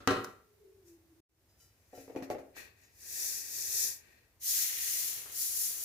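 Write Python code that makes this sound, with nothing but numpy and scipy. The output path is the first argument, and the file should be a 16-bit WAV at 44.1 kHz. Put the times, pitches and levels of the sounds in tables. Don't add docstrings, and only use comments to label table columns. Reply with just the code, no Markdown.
import sys
import numpy as np
from scipy import signal
from scipy.fft import rfft, irfft, next_fast_len
from scipy.io import wavfile
from scipy.ndimage import map_coordinates

SR = 44100
rng = np.random.default_rng(int(sys.argv[2]) if len(sys.argv) > 2 else 0)


def store_pcm(level_fs):
    pcm = np.round(np.clip(level_fs, -1, 1) * 32767).astype(np.int16)
    wavfile.write(sys.argv[1], SR, np.atleast_2d(pcm).T)


N = 257896

# pitch_hz, level_db
CRACK_COLOUR = [(200, -13), (500, 4), (1400, 8), (2500, -9), (4200, -8), (6200, -4), (8000, -19.5),
                (15000, -21.5)]
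# start_s, rise_s, fall_s, hiss_db, rattle_db
GRAIN_SLIDES = [(0.02, .2, 0.18, -62, -67), (0.24, .005, .012, -44, -67), (0.84, 0.046, 0.097, -64.5, -78),
                (1.57, 0.048, .11, -65.5, -81), (1.6, .5, .5, -71, -77.5), (1.92, 0.068, 0.12, -58, -63.5),
                (2.55, 0.028, 0.12, -51.5, -50), (2.72, .12, 0.0896, -68, -67.5),
                (3.015, .235, .29, -33.5, -53), (3.41, .215, 0.26, -35.5, -55.5),
                (3.63, .2, .135, -28.5, -51), (3.969, 0.099, .22, -70, -64.5)]
# start_s, level_db, stand_db, thud_db, crack_db, brightness_db_per_octave
KNOCKS = [(1.930, -46.5, 0.5, -5.5, -29, 3.5), (1.975, -46.5, -0.5, -1.5, -21, -7),
          (2.079, -47, -4, -3.5, -12, -3), (2.098, -41, -8, -5.5, -21, 0), (2.151, -43, -1, -3, -23.5, -5),
          (2.161, -28, -8.5, -6.5, -18, -7.5), (2.204, -36, -5, -10, -26.5, -6),
          (2.224, -37, -1, -8, -5, -16), (2.3012, -27, -6.5, -5.5, -12, 12.5),
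          (2.350, -34.5, -6.5, -7.5, -35, 1), (2.384, -54, 5, -6, 2, 3), (2.566, -52.5, -8.5, -21, 3, -4)]
# start_s, rise_s, fall_s, level_db
POUR_SURGES = [(4.412, 0.099, .14, -27.5), (4.49, 0.12, 0.18, -28.5), (4.6, .29, 0.32, -31.5),
               (4.89, 0.13, .32, -34), (5.3, .13, .19, -31), (5.46, 0.16, .21, -29.5),
               (5.72, 0.12, .2, -35)]


def amp(db):
    return 10 ** (np.asarray(db) / 20)


def unit(x):
    return x / np.sqrt(np.mean(x ** 2) + 1e-20)


def along(points, hz):
    pitches, values = np.transpose(points)
    return np.interp(np.log(hz + 1), np.log(pitches + 1), values)


def wobble(rate):
    return map_coordinates(rng.standard_normal(int(N * rate / SR) + 4), [np.arange(N) * rate / SR])


def swell(start, rise, fall):
    t = np.arange(N) / SR - start - rise
    depth = np.where(t < 0, (t / rise) ** 2, np.abs(t / fall) ** 1.8)
    return amp(-20 * np.minimum(depth, 20))


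def together(gains):
    return np.sqrt(sum(g ** 2 for g in gains))


def flow(surges):
    return together(amp(db) * swell(start, rise, fall) for start, rise, fall, db, *_ in surges)


def transition(middle_s, width_s):
    return .5 + .5 * np.tanh((np.arange(N) / SR - middle_s) / width_s / 2)


def filtered(x, response):
    n = x.shape[-1]
    padded = next_fast_len(n + 8192)
    return irfft(rfft(x, padded) * response(np.fft.rfftfreq(padded, 1 / SR)), padded)[..., :n]


def coloured(x, colour):
    return unit(filtered(x, lambda hz: amp(along(colour, hz))))


def noise(colour, size, alike_hz):
    mid, side = rng.standard_normal((2, size))
    side = filtered(side, lambda hz: np.sqrt(1 - .95 / (1 + (hz / alike_hz) ** 4)))
    return coloured(np.array([mid + side, mid - side]), colour)


def kitchen(x, echo_db):
    # pitch_hz, fade_s
    fades = [(150, 0.48), (500, 0.49), (2000, 0.43), (6000, 0.23), (14000, 0.2)]
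    hiss = noise([(100, 0), (10000, 0)], SR // 2, alike_hz=700)
    hz, _, bands = signal.stft(hiss, SR, nperseg=256)
    t = np.arange(bands.shape[-1]) * 128 / SR
    fading = bands * amp(-60 * t / along(fades, hz)[:, None]) * (1 - np.exp(-t / 0.0037))
    tail = signal.istft(fading, SR, nperseg=256)[1]
    echo = signal.fftconvolve(np.atleast_2d(x), tail / np.linalg.norm(tail[0]), axes=1)
    return x + amp(echo_db) * echo[:, :x.shape[-1]]


def add(track, start_s, sound):
    part = track[:, max(0, round(start_s * SR)):][:, :sound.shape[-1]]
    part += sound[:, :part.shape[-1]]


def ring(notes, damping, scatter_db, alike_hz):
    t = np.arange(SR) / SR
    hz, db, fade_s = np.transpose(notes)[:, :, None]
    strength, phase, skew = rng.standard_normal((3, len(notes), 1))
    gain = amp(db + scatter_db * strength)
    apart = np.array([skew, -skew]) * hz / (hz + alike_hz)
    waves = gain * amp(-60 * t * damping / fade_s) * np.sin(2 * np.pi * hz * t + np.pi * phase + apart)
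    return waves.sum(1) / np.linalg.norm(gain) * (1 - np.exp(-t / 0.00045))


def tilted(notes, db_per_octave):
    return [(hz, db + db_per_octave * np.log2(hz / notes[0][0]), fade_s) for hz, db, fade_s in notes]


def burst(colour, fade_s):
    return noise(colour, SR, alike_hz=915) * amp(-60 * np.arange(SR) / SR / fade_s)


def grains(colour, hits_per_s, spread, ring_s):
    # pitch_hz, above_right_db
    left_colour = [(300, 1), (900, 3), (1900, 8), (2900, 0), (4000, 2), (5000, 5), (6200, 9), (7100, 4),
                   (8300, -4), (9600, 0), (11200, 4), (15000, 2)]
    count = rng.poisson(np.abs(hits_per_s) / SR)
    sizes = np.sqrt(count / (np.abs(hits_per_s) + 1)) * np.exp(spread * rng.standard_normal(N))
    clicks = sizes * rng.standard_normal((2, N))
    spectrum = rfft(rng.standard_normal((2, 2048)) * np.exp(-np.arange(2048) / SR / ring_s))
    metal = irfft(spectrum / np.abs(spectrum) ** .6)
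    rattle = signal.fftconvolve(clicks, metal, axes=1)[:, :N]
    rattle = filtered(rattle, lambda hz: amp(np.outer([1, 0], along(left_colour, hz))))
    return coloured(rattle, colour)


def air():
    # pitch_hz, level_db
    air_colour = [(20, -26), (35, -16), (55, -3), (100, 0), (150, -13), (250, -14), (400, -13), (800, -20),
                  (1200, -24), (2000, -24), (3200, -29), (6000, -27), (8400, -30), (14000, -27)]
    moving = flow(GRAIN_SLIDES + POUR_SURGES)
    rumble_gain = together([amp(-74), amp(-70.5) * (moving / moving.max()) ** 0.18])
    background = noise(air_colour, N, alike_hz=1230)
    rumble = filtered(background, lambda hz: 1 / (1 + (hz / 200) ** 4))
    hiss = background - rumble
    return rumble_gain * unit(rumble) + amp(-69.5) * hiss


def spatula():
    # start_s, level_db, ring_db, thud_db, crack_db (the last three are added to the level)
    hits = [(0.004, -44.5, -16, -5, -29), (0.0747, -14, -8, -14.5, -3.5), (0.106, -17.5, -18, -10.5, -25.5),
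            (0.165, -26.5, -15.5, -12.5, -25), (0.245, -38.5, -36, -25.5, 4)]
    # pitch_hz, level_db, fade_s
    pan_notes = [(277, 1, .33), (380, -2, .33), (491, -4, .38), (758, -5, .45), (1051, -11, .42),
                 (1150, -7, .36), (1174, -6, .38), (1235, -6, .38), (1352, -2, .5), (1375, -11, .5),
                 (1507, -11, .4), (1610, -8, .34), (1641, -9, .35), (1924, -5, .45), (2525, -11, .46),
                 (2681, -13, .28), (2880, -14, .3), (2984, -10, .4), (3159, -11, .4), (3709, -18, .48),
                 (3925, -12, .38), (4172, -16, .42), (4544, -24, .45), (6223, -10, .12)]
    # pitch_hz, level_db
    thud_colour = [(30, -41.5), (60, -21), (100, 3), (155, -10.5), (260, -1.5), (500, -1.5), (650, -8.5),
                   (900, -17.5), (1250, -4.5), (1600, -13.5), (2200, -20), (4200, -23.5), (6500, -29.5),
                   (15000, -42)]
    out = np.zeros((2, N))
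    for start_s, db, ring_db, thud_db, crack_db in hits:
        wall = amp(ring_db) * ring(pan_notes, damping=1, scatter_db=1, alike_hz=1600)
        thud = amp(thud_db) * burst(thud_colour, fade_s=0.16)
        crack = amp(crack_db) * burst(CRACK_COLOUR, fade_s=0.018)
        add(out, start_s, amp(db) * (wall + kitchen(thud, echo_db=-2.5) + kitchen(crack, echo_db=-9.5)))
    return out * amp([[0.23], [-0.23]])


def slide():
    # pitch_hz, level_db
    hiss_colour = [(2000, -40), (3200, -16), (4000, -7), (5000, -4), (6000, -1), (7400, 1), (8500, -1),
                   (10500, -2), (12500, -.5), (15400, -2)]
    # pitch_hz, level_db
    wall_colour = [(100, -9.5), (220, -10), (380, -3.5), (500, -9.5), (630, -7), (850, -12.5),
                   (1300, -17.5), (1600, -7.5), (1900, -1), (2200, -8), (2520, 0), (3100, -13.5),
                   (4300, -8.5), (7000, -37.5)]
    hop_rise_s, hop_fall_s = .008, .04
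    hops = flow([(start_s, hop_rise_s, hop_fall_s, db + crack_db - 15)
                 for start_s, db, _, _, crack_db, _ in KNOCKS])
    speed = together([flow(GRAIN_SLIDES), hops])
    rattle = together(amp(db) * swell(start, rise, fall) ** 0.66
                      for start, rise, fall, _, db in GRAIN_SLIDES)
    hits_per_s = 6000 + 30000 * speed / speed.max()
    hiss = speed * amp(0.6 * wobble(6.7)) * grains(hiss_colour, hits_per_s, spread=0.18, ring_s=0.0075)
    wall_gain = together([rattle, amp(3.5) * hops])
    wall = wall_gain * grains(wall_colour, hits_per_s, spread=0.17, ring_s=0.0039)
    return kitchen(hiss + wall, echo_db=-13.5)


def far_tone():
    # start_s, rise_s, fall_s, level_db
    swells = [(0.2, .55, 0.73, -69), (0.555, 0.096, .1, -62), (0.835, 0.065, 0.066, -59.5),
              (1.06, 0.079, 0.15, -67.5)]
    high_hz, low_hz = 417, 324
    hz = high_hz + (low_hz - high_hz) * transition(middle_s=.8, width_s=.075)
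    phase = 2 * np.pi * np.cumsum(hz * (1 + 0.05 * wobble(110))) / SR
    flicker = amp(-wobble(44))
    return kitchen(flow(swells) * flicker * np.sin(phase), echo_db=2.5)


def brushes():
    # start_s, level_db, brightness_db_per_octave
    touches = [(1.492, -72, 4), (1.601, -63, 1.5), (1.949, -61, -1), (2.834, -63, 9)]
    # pitch_hz, level_db, fade_s
    rim_notes = [(1362, -4, .55), (1925, -12, .4), (2993, -6, .5), (3930, -3, .55), (5066, 1, .6),
                 (5852, -3, .3), (6089, -6, .3), (6568, -6, .3), (6939, -4, .25), (7461, -7, .2),
                 (8812, -15, .2)]
    out = np.zeros((2, N))
    for start_s, db, brightness in touches:
        rim = ring(tilted(rim_notes, brightness), damping=1, scatter_db=2, alike_hz=1500)
        add(out, start_s, amp(db) * rim)
    return out


def knocks():
    # pitch_hz, level_db, fade_s
    stand_notes = [(270.4, 0, 0.45), (317, -0.5, 0.11), (381, -1, 0.57), (458, -4, 0.42), (513.7, 7, 0.19),
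                   (589, -5, 0.52), (727, 2, 0.28), (845, -5.5, 0.12), (1120, -19, 0.21)]
    # pitch_hz, level_db
    thud_colour = [(40, -20), (75, -14), (108, 7), (160, -21), (270, 4), (550, 4), (760, 0), (1000, -15.5),
                   (1500, -27), (2100, -18), (4200, -38), (8000, -52), (15000, -45.5)]
    out = np.zeros((2, N))
    for start_s, db, stand_db, thud_db, crack_db, brightness in KNOCKS:
        notes = tilted(stand_notes, brightness)
        iron = amp(stand_db) * ring(notes, damping=0.95, scatter_db=-1, alike_hz=1990)
        thud = amp(thud_db) * burst(thud_colour, fade_s=0.094)
        crack = amp(crack_db) * burst(CRACK_COLOUR, fade_s=0.016)
        add(out, start_s, amp(db) * (iron + kitchen(thud + crack, echo_db=-3)))
    return out * amp([[0.97], [-0.97]])


def pour():
    # pitch_hz, level_db
    bare_colour = [(2200, -35), (3500, -10), (4300, -6), (5200, -5), (6300, -1), (7700, -1), (9000, 0),
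                   (10500, -2), (12000, 0), (15400, 0)]
    # pitch_hz, level_db
    heap_colour = [(2200, -40), (3600, -14), (5000, -5), (6200, -4), (7400, 1), (9000, 0), (11000, 2.5),
                   (13000, 0), (15400, 0)]
    # pitch_hz, level_db
    plate_colour = [(600, -40), (1000, -22), (1450, -14), (1850, -3), (2300, -2), (2700, 1), (3300, -1),
                    (4300, -3), (5600, -30), (9000, -80)]
    # pitch_hz, level_db
    thud_colour = [(59, -44), (100, -26), (141, -7), (241, -10), (378, -3), (819, -10), (1300, -8),
                   (1690, -7), (2860, -120)]
    # start_s, level_db
    clumps = [(5.005, -59), (5.125, -62), (5.257, -57)]
    pour_start_s, land_s, widen_s, muffle_db = 4.394, .03, 0.21, 9.5
    since_s = np.arange(N) / SR - pour_start_s
    stream = flow(POUR_SURGES) * np.clip(since_s / land_s, 0, 1)
    fullness = stream / stream.max()
    width = np.clip(since_s / widen_s, 0, 1) ** 0.85
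    cover = transition(middle_s=5.104, width_s=0.16)
    hits_per_s = 5000 + 16000 * fullness
    bare = np.sqrt(1 - cover) * grains(bare_colour, hits_per_s, spread=.3, ring_s=0.0072)
    heap = np.sqrt(cover) * grains(heap_colour, hits_per_s, spread=0.15, ring_s=0.0049)
    hiss = stream * amp(0.22 * wobble(35)) * (bare + heap)
    patter_gain = amp(-46 - muffle_db * cover) * fullness ** 0.19
    patter = patter_gain * grains(plate_colour, hits_per_s / 2, spread=0.42, ring_s=0.0043)
    thud = amp(-65) * noise(thud_colour, N, alike_hz=740)
    for start_s, db in clumps:
        add(thud, start_s, amp(db) * burst(thud_colour, fade_s=0.19))
    return kitchen(hiss + width * (patter + thud), echo_db=-9)


def scene():
    return air() + spatula() + slide() + far_tone() + brushes() + knocks() + pour()


def record(dry):
    # time_s, level_db
    dropout = [(1.203, 0), (1.212, -70), (1.275, -70), (1.295, -13), (1.4, -3), (1.5, 0)]
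    time_s, level_db = np.transpose(dropout)
    gain = amp(np.interp(np.arange(N) / SR, time_s, level_db))
    top_hz = 15520
    return filtered(dry * gain, lambda hz: 1 / (1 + (hz / top_hz) ** 200))


dry = scene()
out = record(dry)
store_pcm(out)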